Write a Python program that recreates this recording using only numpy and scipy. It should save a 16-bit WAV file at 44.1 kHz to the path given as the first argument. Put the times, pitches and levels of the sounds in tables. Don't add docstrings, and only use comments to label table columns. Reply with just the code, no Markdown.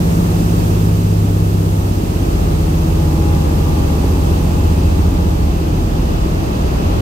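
import sys
import numpy as np
from scipy import signal
from scipy.fft import rfft, irfft, next_fast_len
from scipy.io import wavfile
from scipy.ndimage import map_coordinates

SR = 44100
rng = np.random.default_rng(int(sys.argv[2]) if len(sys.argv) > 2 else 0)


def put_to_file(sound):
    columns = np.atleast_2d(sound).T
    safe = np.clip(columns, -1, 1)
    whole_steps = np.round(safe * 32767)
    wavfile.write(sys.argv[1], SR, whole_steps.astype(np.int16))


N = 309141

# t/s, f/Hz
CYCLE_RATE = [(0.0, 17.146), (0.92, 17.11), (1.7, 16.369), (2.55, 15.623), (3.6, 15.118), (5.38, 14.544),
              (6.0, 13.628), (7.0, 12.559)]
# t/s, smear (0 = throb, 1 = even drone)
THUMP_SMEAR = [(0, .65), (.8, .65), (1.6, .25), (2.3, .25), (2.9, .95), (7, 1)]
# t/s, level/dB
BLADE_LEVEL = [(0, -22.5), (1.15, -14), (1.8, -17.5), (2.4, -24.5), (3.15, -21), (3.9, -24.5), (4.5, -18.5),
               (5.3, -21), (6.1, -29.5), (7, -23.5)]
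EXHAUST_LEVEL = [(0, -19), (1.7, -23), (2.1, -32), (2.6, -21.5), (3.3, -22), (4.1, -27), (4.6, -29),
                 (5.7, -37), (7, -43)]
# order, level/dB
DRONE_ORDERS = [(3, -34.5), (4, -31.5), (5, -26.3), (7, -45), (9, -37.5), (11, -42.5), (12, -37.5),
                (13, -45), (14, -39), (15, -47.5), (17, -41), (18, -41), (20, -46), (21, -43), (22, -46.5),
                (23, -44), (24, -43), (27, -44)]
# f/Hz, width/Hz, peak or dip/dB
CABIN_MODES = [(41, 35, 9.5), (41.7, 2.4, 6), (47.3, 1.2, 7), (49, 1.3, -9), (72.45, 2.2, 5.5),
               (76.4, 8, 5.5), (83.5, 4.5, -15.5), (88.7, 4.7, 6), (97, 9.5, 7.5), (138, 6.6, 5.5),
               (154.8, 6.5, 8.5), (162.6, 4.6, 8.5), (172.9, 14.8, 12.5), (269, 7.7, 8), (322.1, 14, 13.5)]
# t/s, level/dB
FLOW_LEVEL = [(0, 1), (.72, 0.7), (1.05, -1.7), (1.7, -2), (2.35, 0.3), (3.0, 0.1), (3.9, 1.4), (5.6, -0.5),
              (7, 2.5)]
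# f/Hz, level/dB
WASH_SPECTRUM = [(18, -15), (30, 1.5), (70, 1), (125, -2), (190, 1.5), (225, -1.5), (320, -0.5), (390, -5),
                 (470, -11.5), (650, -26.5), (1500, -58)]
ROAR_MID_SPECTRUM = [(200, -15), (450, 7), (560, 5), (700, 3), (850, 1), (1050, -3.5), (1250, -5),
                     (1500, -13), (2000, -14.5), (4000, -32.5)]
ROAR_SIDE_SPECTRUM = [(50, 8), (100, -2.5), (230, -9.5), (390, -5), (520, 1.5), (610, -2.5), (800, -3.5),
                      (1050, -9), (1270, -7.5), (1470, -17.5), (1650, -15), (1950, -20), (2300, -20),
                      (4000, -27)]
HISS_LEFT_SPECTRUM = [(800, 7), (1900, -1), (2700, 4.5), (3100, 1), (3600, 0.5), (5200, -1), (6400, 0.5),
                      (8400, 1.5), (10300, -2.5), (13500, -1.5), (15700, -3)]
HISS_RIGHT_SPECTRUM = [(800, 12), (1900, 5.5), (2700, 8), (4000, 6.5), (5800, 5), (9000, 0), (10200, -3.5),
                       (11200, -8), (12600, 2.5), (13700, 1.5), (15700, -5)]
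WHISTLE_SPECTRUM = [(1900, -39), (2490, -5), (2600, 1), (2710, -3), (2850, -5), (3200, -9.5), (4000, -27),
                    (4700, -6.5), (5700, -26), (6300, -9), (7200, -37)]
# t/s, level/dB
TOP_HISS_LEVEL = [(0, -38), (.7, -38), (1.2, -40.5), (4.4, -40), (5.7, -43.5), (7, -43)]
# f/Hz, level/dB
BURBLE_SPECTRUM = [(15, -28), (28, -27), (42, 2), (70, -4.5), (92, 4.5), (115, -3), (170, -8), (220, -17),
                   (310, -9), (400, -30), (600, -76)]
# f/Hz, width/Hz, level/dB
PANEL_MODES = [(470, 40, -44), (600, 60, -50), (828, 40, -40), (960, 40, -48), (1060, 50, -50),
               (1180, 36, -49)]
# t/s, level/dB
SHAKE_LEVEL = [(0, -26), (1.8, -12), (2.9, -4.5), (3.2, 3), (3.5, 0.5), (3.78, 5.5), (4.95, -1.5),
               (5.3, -0.5), (5.75, -6), (7, -3)]


def undb(db):
    return 10 ** (np.asarray(db) / 20)


def curve(table):
    t_s, values = np.transpose(table)
    return np.interp(np.arange(N) / SR, t_s, values)


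def walk(rate_hz):
    knots = rng.standard_normal(int(rate_hz * N / SR) + 4)
    grid = np.arange(0, N + 64, 64)
    spline = map_coordinates(knots, [1 + grid * rate_hz / SR], order=3, mode="nearest")
    return np.interp(np.arange(N), grid, spline)


def colour(x, spectrum):
    f_hz, level_db = np.transpose(spectrum)
    size = next_fast_len(N)
    bins_hz = np.maximum(np.arange(size // 2 + 1) * SR / size, 1)
    gain = undb(np.interp(np.log(bins_hz), np.log(f_hz), level_db))
    skirts = np.minimum(bins_hz / f_hz[0], 1) ** 2 * np.minimum(f_hz[-1] / bins_hz, 1) ** 2
    shaped = irfft(rfft(x, size) * gain * skirts, size)[:N]
    return shaped / np.std(shaped)


def noise(spectrum):
    return colour(rng.standard_normal(N), spectrum)


def resonance(f_hz, centre_hz, width_hz):
    return 1 / (1 + (2 * (f_hz - centre_hz) / width_hz) ** 2)


def standing_waves_db(f_hz, hop=100):
    gain_db = sum(db * resonance(f_hz[::hop], hz, width_hz) for hz, width_hz, db in CABIN_MODES)
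    return np.interp(np.arange(N), np.arange(0, N, hop), gain_db)


def harmonic(prop_rad, order, smear, waver_db=.5):
    offset_rad = np.pi * (order % 3 == 1) + .05 * order * walk(.7)
    return np.sqrt(2) * undb(waver_db * walk(2.5)) * np.sin(order * prop_rad + smear * offset_rad)


def engine_drone(prop_rad, cycle_hz):
    reference_hz, db_per_octave = 15, 13.5
    effort_db = db_per_octave * np.log2(cycle_hz / reference_hz)
    smear = curve(THUMP_SMEAR)
    drone = undb(curve(BLADE_LEVEL)) * harmonic(prop_rad, 6, smear)
    drone += undb(curve(EXHAUST_LEVEL)) * harmonic(prop_rad, 10, smear)
    for order, level_db in DRONE_ORDERS:
        if order in (3, 4, 5, 7, 9, 12):
            tone = harmonic(prop_rad, order, smear)
        else:
            tone = harmonic(prop_rad, order, smear=1.7, waver_db=1.5)
        drone += undb(level_db + effort_db + standing_waves_db(order * cycle_hz)) * tone
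    return drone


def propeller_wash(prop_rad, flow_db):
    pulse = 1 + .2 * np.cos(3 * prop_rad) + .2 * np.cos(prop_rad)
    return noise(WASH_SPECTRUM) * pulse * undb(-21.5 + .96 * flow_db)


def slipstream_roar(flow_db):
    mid = noise(ROAR_MID_SPECTRUM) * undb(-33 + flow_db + .5 * walk(7))
    side = noise(ROAR_SIDE_SPECTRUM) * undb(-26.5 + flow_db + .5 * walk(6.3))
    return np.array([mid + undb(1.2) * side, mid - side])


def slipstream_hiss(flow_db, split_hz=6200):
    hiss = np.array([noise(HISS_LEFT_SPECTRUM) * undb(-.9), noise(HISS_RIGHT_SPECTRUM) * undb(5)])
    top = signal.sosfiltfilt(signal.butter(2, split_hz, "high", fs=SR, output="sos"), hiss)
    return (hiss - top) * undb(-38 + .81 * flow_db) + top * undb(curve(TOP_HISS_LEVEL) + 5)


def window_whistle(flow_db, rise_db_per_s=.5):
    rise_db = rise_db_per_s * np.arange(N) / SR
    return noise(WHISTLE_SPECTRUM) * undb(-48.5 + .8 * flow_db + rise_db + 1.3 * walk(6))


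def exhaust_burble(prop_rad, cycle_hz, cylinders=14):
    power_db, idle_db = -35, -19
    onset_hz, spread_hz = 15.27, .9
    firings = np.diff(np.floor(cylinders * prop_rad / (2 * np.pi)), prepend=0)
    thumps = colour(firings * rng.standard_normal(N), BURBLE_SPECTRUM)
    idling = 1 / (1 + np.exp((cycle_hz - onset_hz) / spread_hz))
    return thumps * undb(power_db + (idle_db - power_db) * idling)


def singing_panels(prop_rad, cycle_hz, jitter_rad=.0088, exhaust_db=-13, hop=100):
    shaft_rad = prop_rad + jitter_rad * walk(16)
    song = np.zeros(N)
    for order in range(28, 86):
        f_hz = order * cycle_hz[::hop]
        gain = sum(undb(db) * resonance(f_hz, hz, width_hz) for hz, width_hz, db in PANEL_MODES)
        if order % 3:
            gain *= undb(exhaust_db)
        tone = np.sqrt(2) * np.cos(order * shaft_rad + 2 * np.pi * rng.random())
        song += np.repeat(gain, hop)[:N] * tone
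    flutter_db = .8 * walk(5)
    return song * undb(curve(SHAKE_LEVEL) + flutter_db)


def scene():
    cycle_hz, flow_db = curve(CYCLE_RATE), curve(FLOW_LEVEL)
    prop_rad = 2 * np.pi * np.cumsum(cycle_hz) / SR - 1.9
    engine = engine_drone(prop_rad, cycle_hz) + exhaust_burble(prop_rad, cycle_hz)
    right_delay_s = .00022
    engine_late = np.interp(np.arange(N) - right_delay_s * SR, np.arange(N), engine)
    panels = singing_panels(prop_rad, cycle_hz)
    left = undb(1) * engine + undb(2) * panels
    right = undb(1.36) * engine_late + undb(-2) * panels
    air = propeller_wash(prop_rad, flow_db) + slipstream_roar(flow_db)
    air += slipstream_hiss(flow_db) + window_whistle(flow_db)
    return np.array([left, right]) + air


def record(dry, ceiling=.98, cutoff_hz=15600):
    limited = dry / (1 + (np.abs(dry) / ceiling) ** 8) ** (1 / 8)
    fade = signal.windows.tukey(N, .001)
    return signal.sosfilt(signal.ellip(12, .1, 90, cutoff_hz, fs=SR, output="sos"), fade * limited)


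dry = scene()
out = record(dry)
put_to_file(out)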